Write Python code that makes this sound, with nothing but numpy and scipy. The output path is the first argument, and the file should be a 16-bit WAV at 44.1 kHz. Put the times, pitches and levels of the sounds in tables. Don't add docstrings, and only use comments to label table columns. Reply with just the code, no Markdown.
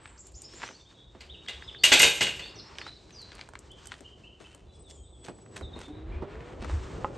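import sys
import numpy as np
from scipy import signal
from scipy.fft import rfft, irfft
from scipy.io import wavfile

SR = 44100
rng = np.random.default_rng(int(sys.argv[2]) if len(sys.argv) > 2 else 0)


def transcribe(u):
    v = np.clip(np.atleast_2d(u).T, -1, 1)
    q = np.round(v * 32767).astype(np.int16)
    wavfile.write(sys.argv[1], SR, q)


N = 316241

# time in seconds, level in dB, brightness in dB per octave,
# favoured pitch in Hz.
GATE_BLOWS = [(1.207, -41.5, -2.5, 4440), (1.4845, -33, -3, 2070), (1.494, -39.5, -2, 2950),
              (1.837, -14.5, 2.5, 2020), (1.84, -13, 0, 2780), (1.853, -21.5, 5.5, 2820),
              (1.872, -28.5, -6, 2900), (1.919, -9.5, -4, 3370), (1.925, -9.5, 0.5, 3380),
              (1.936, -13, 3, 2450), (1.957, -24, 1, 2500), (1.993, -20.5, 7, 5930), (1.999, -12, -2, 2100),
              (2.017, -19, 9.5, 2880), (2.030, -9.5, -2, 2240), (2.037, -17, 3, 2540),
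              (2.048, -35.5, 4.5, 2600), (2.209, -17, -3, 3340), (2.216, -20.5, 0.5, 3010),
              (2.226, -23.5, 3, 2840), (2.269, -27, -3, 2730), (2.395, -34, -4, 2660)]
# frequency in Hz, relative level in dB, 60 dB decay time in seconds.
GATE_MODES = [(570, -17.5, 0.085), (833, -23.5, 0.36), (1001, -21, 0.15), (1485, -16, 0.35),
              (1621, -9.5, 0.14), (1910, -16, .15), (2040, -6, 0.14), (2150, -10, 0.26), (2410, -12, 0.38),
              (2533, -12, 0.31), (2627, -9.5, 0.38), (2760, -15.5, 0.73), (2825, 0, 0.13), (2920, -10, .3),
              (3360, -9.5, 0.092), (3300, -22, 0.17), (3410, -18.5, .22), (3726, -10, 0.37),
              (4180, -11, 0.22), (4610, -4.5, 0.12), (5100, -14.5, 0.16), (5100, -14, .2),
              (6200, -16.5, 0.25), (6040, -16.5, 0.14), (6280, -16, 0.11), (6260, -16.5, 0.22),
              (7830, -7, 0.092), (8300, -17.5, 0.25), (8830, -13, 0.22), (11486, 3, 0.052)]
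# frequency in Hz, relative level in dB.
CROWD_SPECTRUM = [(35, -41), (60, -16.5), (214, -16.5), (450, 2), (1140, -1.5), (2000, 8.5), (2800, 11.5),
                  (5110, 4), (8000, 10), (9500, -17), (11800, 4.5), (13000, -15.5)]
# frequency in Hz, 60 dB decay time in seconds.
CROWD_DECAY = [(100, 0.17), (500, 0.23), (2000, 0.15), (3000, 0.26), (6000, 0.086), (12000, 0.08)]
# frequency in Hz, side level relative to mid in dB.
CROWD_WIDTH = [(60, -19), (400, -18.5), (800, -10), (1300, -9.5), (1900, -14.5), (2900, -13.5),
               (4500, -18.5), (12500, -17)]
# start in seconds, level in dB, main pitch in Hz,
# thump level in dB, treble level in dB, left-right difference in dB.
GRIT_SNAPS = [(0.057, -30.5, 1440, -62, -54, 0.5), (0.269, -55, 886, -60, -29, 1),
              (0.32, -57, 842, -65, -38, 0), (0.419, -72, 802, -66, -20, 4),
              (0.537, -43, 1640, -43.5, -38, -1), (0.619, -29, 1540, -67, -56, 1.5),
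              (0.632, -25.5, 1390, -41, -48, 2), (0.637, -21.5, 970, -46, -56, -3.5),
              (0.678, -33, 2250, -56, -60, 0), (0.689, -30.5, 1570, -43, -56, -2),
              (0.709, -39, 770, -48, -55, 1), (0.912, -49, 1420, -60, -62, 0),
              (0.926, -51, 1010, -53, -68, 0), (1.15, -44, 675, -39.5, -77.5, -3),
              (1.463, -39, 2060, -61, -59.5, 1), (1.624, -31, 1340, -61, -54, -2),
              (1.748, -33.5, 1290, -60, -59, -1), (2.755, -41, 1460, -48, -49, -1),
              (2.785, -22, 2250, -41.5, -28, -2.5), (2.815, -26, 1620, -57, -55, -1),
              (2.866, -29, 1084, -52, -55, 0), (3.107, -38.5, 2460, -65, -41, 5),
              (3.217, -48.5, 1330, -66, -31, 3), (3.319, -33, 2200, -46.5, -72, 5),
              (3.352, -46, 834, -48, -31, -3), (3.393, -34.5, 1500, -63, -46, 5),
              (3.412, -26.5, 2480, -69, -56, 2.5), (3.489, -38, 835, -52, -32.5, -4.5),
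              (3.536, -36.5, 910, -68, -42, -6), (3.554, -30, 1670, -70, -39, 3),
              (3.59, -64, 1174, -52, -25, 3), (3.717, -56, 703, -64, -35, -1),
              (3.857, -39.5, 1480, -70, -25.5, 3), (3.871, -40, 2500, -50, -22.5, -7),
              (3.919, -26, 1780, -52, -41, 2), (3.94, -32, 2030, -64, -51, 0),
              (4.007, -45, 1646, -43, -31.5, 6), (4.405, -51, 1240, -43.5, -53, 13),
              (4.548, -51, 813, -48.5, -30, 5), (4.897, -68, 870, -53.5, -44, 14),
              (5.248, -36.5, 2530, -42, -60, 5), (5.284, -32, 784, -33, -33, -6),
              (5.298, -44, 720, -48, -63, 17), (5.386, -49, 760, -45, -51, -4),
              (5.462, -43.5, 1475, -83.5, -67, -3.5), (5.567, -29.5, 1580, -41, -26, -2.5),
              (5.611, -34, 1045, -35, -37, -5.5), (5.761, -42, 705, -31.5, -60, 3),
              (5.79, -39, 848, -59, -31.5, -3), (5.883, -55, 894, -40.5, -41, -3.5),
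              (6.222, -54, 700, -25.5, -73.5, -4), (6.355, -38.5, 1170, -46, -70, 1.5),
              (6.406, -40, 1480, -54, -62, -1), (6.62, -46, 1150, -33, -46, -4),
              (6.646, -30.5, 886, -35, -34, 8), (6.697, -27.5, 704, -47, -65, -1)]
# time of the peak in seconds, level in dB, time to swell by 20 dB
# in seconds, time to fade by 20 dB in seconds, treble relative to that level in dB.
SCUFF_STROKES = [(.06, -57.5, 0.11, 0.17, -13), (.64, -44.5, 0.081, 0.095, -24),
                 (1.156, -61, 0.026, 0.055, -39), (1.214, -56.5, 0.023, .15, -18),
                 (2.872, -48.5, 0.1, 0.065, -16), (3.42, -52.5, 0.33, 0.062, -16),
                 (3.556, -58, 0.0087, 0.01, -15), (3.922, -49, 0.032, .1, -7.5),
                 (4.404, -54.5, 0.015, 0.28, -5.5), (4.914, -63, 0.037, 0.01, 14),
                 (5.25, -54, 0.013, 0.033, 4.5), (5.294, -45, 0.048, 0.0092, -30),
                 (5.563, -43, 0.0071, 0.045, -4), (5.812, -47, 0.052, 0.093, -6.5),
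                 (6.62, -45, 0.021, 0.091, -17)]
# start in seconds, end in seconds, taps per second, relative level in dB.
PAW_TAPS = (1.5, 3.5, 11.5, -54)
# start in seconds, length in seconds, first, middle and last pitch in Hz, level in dB.
BIRD_NOTES = [(.0, 0.072, 7950, 8120, 7100, -65), (0.061, 0.043, 8500, 7940, 7400, -60.5),
              (.175, 0.011, 4200, 6300, 7440, -57), (0.187, 0.025, 7520, 7740, 6670, -51.5),
              (0.339, 0.022, 4280, 5650, 6800, -58), (0.351, 0.04, 6840, 6870, 7060, -53.5),
              (0.436, 0.031, 4980, 5380, 5050, -53), (0.544, 0.052, 6600, 7500, 6670, -57.5),
              (.62, 0.054, 4870, 5230, 5200, -62.5), (0.633, 0.052, 5330, 6060, 6280, -59),
              (0.738, 0.034, 4180, 4600, 4480, -57), (0.799, 0.017, 3620, 3630, 3700, -62),
              (0.849, 0.064, 3200, 3710, 3600, -63.5), (0.914, 0.21, 3750, 3770, 3670, -67.5),
              (0.958, 0.083, 3280, 3505, 3360, -67), (1.289, 0.039, 3030, 3690, 3730, -49),
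              (1.331, 0.023, 3440, 3060, 2480, -55), (1.475, 0.027, 3130, 3610, 4000, -43.5),
              (1.672, 0.028, 3920, 3550, 2460, -48.5), (1.628, 0.026, 4430, 5160, 4940, -60),
              (1.78, 0.062, 4400, 4450, 4900, -53), (1.753, 0.022, 3380, 3740, 3350, -51),
              (2.388, 0.12, 4110, 4505, 4420, -57), (2.416, 0.038, 3220, 3600, 3870, -48),
              (2.47, 0.033, 4400, 4660, 5300, -56.5), (2.554, 0.013, 6510, 5720, 5460, -53.5),
              (2.577, 0.044, 5190, 5350, 5440, -55), (2.581, 0.023, 5360, 4660, 3740, -49.5),
              (2.775, 0.058, 6090, 4770, 4140, -54), (2.823, 0.11, 3530, 4010, 4060, -53),
              (3.123, 0.034, 6450, 5710, 4770, -57.5), (3.14, 0.058, 4870, 4830, 4710, -53.5),
              (3.183, 0.067, 4730, 4160, 3960, -51.5), (3.694, 0.039, 2813, 3210, 3630, -57),
              (3.724, 0.024, 2880, 3210, 3050, -59.5), (3.844, 0.051, 2885, 3120, 3084, -62),
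              (4.042, 0.024, 2805, 2930, 3150, -55), (4.072, 0.022, 2850, 3010, 2960, -59),
              (4.234, 0.037, 2570, 2916, 3165, -57), (4.258, 0.029, 2710, 3030, 2920, -58.5),
              (4.44, 0.0255, 2440, 2904, 3180, -56), (4.465, 0.03, 2590, 2710, 2690, -68),
              (4.659, 0.12, 3574, 3475, 3370, -70.5), (4.666, 0.091, 3950, 3960, 3940, -69.5),
              (4.719, 0.016, 6840, 7660, 8000, -77), (4.733, 0.027, 6670, 5180, 4760, -72),
              (4.831, 0.088, 3990, 3480, 3350, -68.5), (4.891, 0.11, 7500, 7140, 6670, -68),
              (4.945, 0.072, 3340, 3220, 3160, -72), (5.033, 0.054, 3930, 3440, 4140, -66),
              (5.123, 0.042, 3620, 3400, 3160, -65.5), (5.207, 0.065, 3324, 3440, 3550, -65.5),
              (5.621, 0.033, 4090, 3680, 3590, -50.5), (5.689, 0.012, 3440, 3390, 3580, -62),
              (5.729, 0.015, 3670, 3680, 3720, -49), (5.752, 0.015, 4040, 4200, 3920, -61),
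              (5.828, 0.036, 3270, 3550, 3690, -58), (5.902, 0.042, 3960, 3675, 3830, -63),
              (5.95, 0.039, 3990, 3880, 3740, -64), (6.07, 0.044, 3860, 4050, 3950, -74.5),
              (6.116, 0.029, 2180, 2453, 2430, -57.5)]
# start in seconds, end in seconds, first pitch in Hz, last pitch in Hz, level in dB.
WHISTLE_TONE = (4.735, 5.58, 8090, 7850, -68)
# frequency in Hz, relative level in dB, 60 dB decay time in seconds.
PANEL_MODES = [(570, -12.5, 0.058), (847, -5, 0.05), (1030, 0, 0.026), (1245, -6, 0.035), (1920, -12, 0.01),
               (2650, -15, 0.011)]
# time in seconds, pitch in Hz, level in dB.
ENGINE_GEARS = [
    [(5.88, 295, -42), (5.95, 300, -46.5), (6.15, 345, -50), (6.3, 410, -46), (6.5, 500, -48),
     (6.58, 530, -53)],
    [(6.62, 280, -48), (6.75, 330, -50.5), (6.95, 450, -51), (7.1, 560, -43.5), (7.17, 600, -56)],
]
# time of the peak in seconds, level in dB.
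WIND_GUSTS = [(5.651, -33.5), (5.76, -40.5), (6.0, -34), (6.161, -26), (6.4, -43), (6.778, -26),
              (6.94, -43)]
# time in seconds, then wind and traffic rumble, traffic rush, leaf hiss
# and finer leaf hiss, all in dB.
AIR_LEVELS = [(0, -55, -59, -59.5, -84), (.3, -55, -58.5, -66.5, -63), (.63, -57.5, -58, -57, -53),
              (1.0, -60, -60, -68, -68.5), (1.78, -54.5, -54, -59.5, -62.5), (2.5, -56, -52, -58, -69),
              (2.82, -52, -56.5, -50, -55), (2.95, -59.5, -55, -64, -62), (3.2, -52.5, -57, -60.5, -61),
              (3.5, -58.5, -57, -63.5, -66.5), (3.9, -51, -57.5, -60.5, -60.5),
              (4.15, -58, -58, -69.5, -68.5), (4.6, -53.5, -57, -71.5, -73.5), (5.15, -52.5, -58, -88, -74),
              (5.55, -64, -50.5, -61.5, -64.5), (6.2, -47.5, -46.5, -54.5, -68.5),
              (6.75, -40.5, -44, -48.5, -53), (7.17, -54.5, -41, -47.5, -52.5)]
# frequency in Hz, relative level in dB.
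RUMBLE_SPECTRUM = [(12, -34.5), (20, -17), (49, 5.5), (70, 9.5), (88, 2), (162, -19.5), (200, -32.5),
                   (260, -40), (440, -120)]
# frequency in Hz, relative level in dB.
RUSH_SPECTRUM = [(59, -33.5), (100, 3.5), (267, -5), (306, -2), (390, -0.5), (446, -4.5), (775, -12.5),
                 (1360, -24), (2500, -46.5), (3250, -54), (5500, -120)]
# frequency in Hz, relative level in dB.
HISS_SPECTRUM = [(530, -19.5), (900, 2.5), (1370, -0.5), (1800, -1), (3490, -6), (8230, -14), (9500, -29.5),
                 (12000, -16.5), (14000, -38)]
# frequency in Hz, side level relative to mid in dB.
AIR_WIDTH = [(60, -25), (150, -16), (360, -10), (870, -3.5), (1400, -8.5), (2000, -34), (12500, -32.5)]

CONTACT_S, THUD_S = 0.0025, 0.011
THUD_DB, THUD_FROM_S, FIRST_THUD_DB = -5, 1.9, -17.5
SNAP_T60_S, SNAP_SPREAD = 0.012, 1.7
CAR_FROM_S = 4.65
KNOCK_S, KNOCK_DB, KNOCK_PAN_DB = 7.0455, -18, -3
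GUST_FALL_DB_PER_S = 308
WOODS_SIDE_DB = -21.5


def from_db(db):
    return 10 ** (np.asarray(db) / 20)


def rms_one(x):
    return x / np.sqrt(np.mean(x ** 2) + 1e-20)


def in_time(rows, outside=None):
    s, *columns = np.transpose(rows)
    return [np.interp(np.arange(N) / SR, s, c, outside, outside) for c in columns]


def at_hz(points, hz):
    frequencies, values = np.array(points).T
    return np.interp(np.log(hz), np.log(frequencies), values)


def band(x, low_hz, high_hz):
    edges = [low_hz, min(high_hz, .45 * SR)]
    return signal.sosfilt(signal.butter(2, edges, "band", fs=SR, output="sos"), x)


def stereo(mid, side):
    return np.array([mid + side, mid - side])


def add(out, s, x):
    i = round(s * SR)
    out[..., i:i + x.shape[-1]] += x[..., :N - i]


def drift(rate):
    r = np.exp(-80 * np.pi * rate / SR)
    slow = signal.lfilter([1], [1, -2 * r, r * r], rng.standard_normal(N // 40 + 2002))
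    slow = slow[2000:]
    return np.interp(np.arange(N) / 40, np.arange(len(slow)), rms_one(slow))


def ring(x, hz, t60):
    r, w = from_db(-60 / (t60 * SR)), 2 * np.pi * hz / SR
    return signal.lfilter([0, np.sin(w)], [1, -2 * r * np.cos(w), r * r], x + 1e-18)


def peaked(s, db, swell, fade):
    t = np.arange(N) / SR - s
    return from_db(db - 20 * np.maximum(-t / max(swell, .003), t / max(fade, .003)))


def coloured(spectrum, patchy_db):
    hz = np.maximum(np.fft.rfftfreq(N, 1 / SR), 1)
    mid, side = rfft(rng.standard_normal((2, N))) * from_db(at_hz(spectrum, hz))
    both = stereo(irfft(mid, N), irfft(side * from_db(at_hz(AIR_WIDTH, hz)), N))
    return rms_one(both * from_db(patchy_db * drift(6.5)))


def gate(modes_db=-13.5, crowd_db=-8, crack_db=-4):
    out, heard = np.zeros((2, N)), 3 * SR
    t = np.arange(SR // 20) / SR
    strikes = rng.normal(0, 3.0, (len(GATE_BLOWS), len(GATE_MODES)))
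    contacts = rng.standard_normal((len(GATE_BLOWS), len(t)))
    power = np.zeros((len(GATE_BLOWS), heard))
    for (s, db, *_), noise, row in zip(GATE_BLOWS, contacts, power):
        start = s - CONTACT_S
        thud_db = THUD_DB if s > THUD_FROM_S else FIRST_THUD_DB
        shape = t / CONTACT_S * np.exp(1 - t / CONTACT_S)
        add(row, start, from_db(2 * db) * shape / np.sum(shape))
        add(out, start, from_db(db + crack_db) * band(noise * shape, 2200, 5500))
        slow = t / THUD_S * np.exp(1 - t / THUD_S)
        add(out, start, from_db(db + thud_db) * band(noise * slow, 80, 650))

    s, db, bright_db, favoured_hz = np.transpose(GATE_BLOWS)
    for (hz, level_db, t60), luck_db in zip(GATE_MODES, strikes.T):
        spot_db = 11 * np.exp(-(np.log2(hz / favoured_hz) / .12) ** 2)
        tilt_db = bright_db * np.log2(hz / 2800)
        height = from_db(db + level_db + modes_db + luck_db + spot_db + tilt_db)
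        push = np.zeros(heard)
        push[(s * SR).astype(int)] = rng.choice([-1, 1], len(s)) * height
        twin = ring(push, hz * rng.uniform(1.006, 1.016), 0.43 * t60)
        out[:, :heard] += ring(push, hz, t60) + 0.95 * twin

    edges, white = 60 * 2 ** np.arange(0, 8, 1 / 4), rng.standard_normal((2, 2, heard))
    for k, (low, high) in enumerate(zip(edges, edges[1:])):
        hz = np.sqrt(low * high)
        fed = from_db(2 * bright_db * np.log2(hz / 2800)) @ power
        kept = from_db(-120 / (at_hz(CROWD_DECAY, hz) * SR))
        stored = signal.lfilter([1], [1, -kept], fed + 1e-18)
        level = from_db(at_hz(CROWD_SPECTRUM, hz) + crowd_db) * np.sqrt(stored)
        mid, side = level * band(white[k % 2], low, high)
        out[:, :heard] += stereo(mid, side * from_db(at_hz(CROWD_WIDTH, hz)))
    return out


def snaps(tail_db=-17):
    out, t = np.zeros((2, N)), np.arange(SR // 10) / SR
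    noises = rng.standard_normal((len(GRIT_SNAPS), len(t)))
    for (s, db, hz, thump_db, treble_db, pan_db), noise in zip(GRIT_SNAPS, noises):
        burst = noise * (from_db(-60 * t / SNAP_T60_S) + from_db(tail_db - 60 * t / 0.063))
        burst[0] = 6.9
        body = band(burst, hz / SNAP_SPREAD, hz * SNAP_SPREAD)
        thump = band(noise * from_db(-60 * t / 0.12), 130, 540)
        tick = band(burst, 7300, 15000)
        parts = ((db, body), (thump_db, thump), (treble_db, tick))
        hit = sum(from_db(level) * part / np.abs(part).max() for level, part in parts)
        add(out, s, hit * from_db([[pan_db / 2], [-pan_db / 2]]))
    return out


def scuffs(per_s=2500, uneven_db=4.0):
    sizes = from_db(uneven_db * np.minimum(rng.exponential(1, N), 5))
    grains = sizes * rng.choice([-1, 1], N) * (rng.random(N) < per_s / SR)
    crunch, fizz = rms_one(band(grains, 220, 3500)), rms_one(band(grains, 2000, 10000))
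    return sum(peaked(*stroke) * (crunch + from_db(treble_db) * fizz) for *stroke, treble_db in SCUFF_STROKES)


def patter(t60=0.0093, uneven_db=4.):
    start, end, per_s, db = PAW_TAPS
    t = np.arange(N) / SR
    chosen = (rng.random(N) < per_s / SR) * (t > start) * (t < end)
    taps = chosen * from_db(db + uneven_db * rng.standard_normal(N))
    shape = signal.lfilter([1], [1, -from_db(-60 / (t60 * SR))], taps + 1e-18)
    return 3.8 * band(shape * rng.standard_normal(N), 700, 4100)


def birds(notes, waver, flutter_db):
    out, wobble, flutter = np.zeros(N), drift(160.0), drift(50.0)
    for s, length, *hz, db in notes:
        u = np.linspace(0, 1, round(length * SR))
        pitch = np.interp(u, [0, .5, 1], hz) * (1 + waver * wobble[round(s * SR):][:len(u)])
        swell = np.sqrt(2) * np.sin(np.pi * u) ** .5
        add(out, s, from_db(db) * swell * np.sin(2 * np.pi * np.cumsum(pitch) / SR))
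    return out * from_db(flutter_db * flutter)


def whistle(waver=0.0018, flutter_db=2.5):
    start, end, first_hz, last_hz, db = WHISTLE_TONE
    pitch, = in_time([(start, first_hz), (end, last_hz)])
    edges = [(start, db - 9.5), (start + .02, db), (end - .02, db), (end, db - 20)]
    level_db, = in_time(edges, outside=-130)
    level = from_db(level_db + flutter_db * drift(30.))
    return level * np.sin(2 * np.pi * np.cumsum(pitch * (1 + waver * drift(29.0))) / SR)


def knock():
    click = np.zeros(N)
    click[round(KNOCK_S * SR)] = from_db(KNOCK_DB)
    click = np.convolve(click, np.hanning(16) / 7.5)[:N]
    panel = sum(from_db(db) * ring(click, hz, t60) for hz, db, t60 in PANEL_MODES)
    return panel * from_db([[KNOCK_PAN_DB / 2], [-KNOCK_PAN_DB / 2]])


def engine(upper_db=-12, top_db=-17):
    out = np.zeros(N)
    for gear in ENGINE_GEARS:
        phase = 2 * np.pi * np.cumsum(in_time(gear)[0] * (1 + 0.0071 * drift(5.9))) / SR
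        tone = np.sin(phase) + from_db(upper_db) * np.sin(1.5 * phase) + from_db(top_db) * np.sin(2.5 * phase)
        out += from_db(in_time(gear, outside=-120)[1] + 2.0 * drift(23)) * tone
    return out


def wind_and_rumble(level_db):
    slope_s = 20 / GUST_FALL_DB_PER_S
    gusts = sum(peaked(s, db, slope_s, slope_s) for s, db in WIND_GUSTS)
    return (from_db(level_db) + gusts) * coloured(RUMBLE_SPECTRUM, patchy_db=3.5)


def traffic_rush(level_db):
    return from_db(level_db) * coloured(RUSH_SPECTRUM, patchy_db=1.36)


def leaves(hiss_db, fine_hiss_db):
    hiss = coloured(HISS_SPECTRUM, patchy_db=3.0)
    coarse, fine = rms_one(band(hiss, 330, 3800)), rms_one(band(hiss, 2400, 14000))
    return from_db(hiss_db) * coarse + from_db(fine_hiss_db) * fine


def woods_echo(x, wet_db, t60, lumpy_db=3.5):
    t = np.arange(SR * 2 // 3) / SR
    lumps = np.interp(t, np.arange(61) / 60, rng.standard_normal(61))
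    envelope = from_db(lumpy_db * lumps - 60 * t / t60) * np.minimum(t / 0.0035, 1)
    haze = rng.standard_normal((2, len(t))) * envelope
    haze /= np.sqrt(np.sum(haze[0] ** 2))
    mid, side = signal.fftconvolve(x[None], haze, axes=1)[:, :N]
    return from_db(wet_db) * stereo(mid, from_db(WOODS_SIDE_DB) * band(side, 100, 4200))


def scene():
    steel = gate()
    clang = steel + woods_echo(steel.mean(axis=0), wet_db=-6.5, t60=0.59)
    hits, brushing = snaps() + knock(), scuffs() + patter()
    ground = hits + woods_echo(hits.mean(axis=0), wet_db=-13.5, t60=0.092)
    ground += brushing + woods_echo(brushing, wet_db=-9.5, t60=0.29)
    far_birds = birds([n for n in BIRD_NOTES if n[0] < CAR_FROM_S], waver=.02, flutter_db=2.5)
    far = far_birds + woods_echo(far_birds, wet_db=4, t60=0.57)
    car_birds = birds([n for n in BIRD_NOTES if n[0] >= CAR_FROM_S], waver=0.0072, flutter_db=3.5)
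    tones = car_birds + whistle()
    by_car = tones + woods_echo(tones, wet_db=2.5, t60=0.48)
    rumble_db, rush_db, hiss_db, fine_hiss_db = in_time(AIR_LEVELS)
    air = wind_and_rumble(rumble_db) + traffic_rush(rush_db) + leaves(hiss_db, fine_hiss_db)
    return clang + ground + far + by_car + engine() + air


def record(dry, top_db=-10, apart_db=-10):
    left, right = .8 * np.tanh(dry / .8)
    mid, side = (left + right) / 2, (left - right) / 2
    low_pass = signal.ellip(8, .5, 60, 9000, fs=SR, output="sos")
    high_pass = signal.ellip(8, .5, 60, 11200, "high", fs=SR, output="sos")
    treble_band = signal.ellip(4, .5, 50, (8300, 12000), "band", fs=SR, output="sos")
    below = signal.sosfilt(low_pass, [mid, side])
    above = signal.sosfilt(high_pass, mid)
    apart = signal.sosfilt(treble_band, np.roll(mid, 30))
    both = stereo(below[0] + from_db(top_db) * above, below[1] + from_db(apart_db) * apart)
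    return signal.sosfilt(signal.cheby2(14, 80, 13000, fs=SR, output="sos"), both)


dry = scene()
out = record(dry)
transcribe(out)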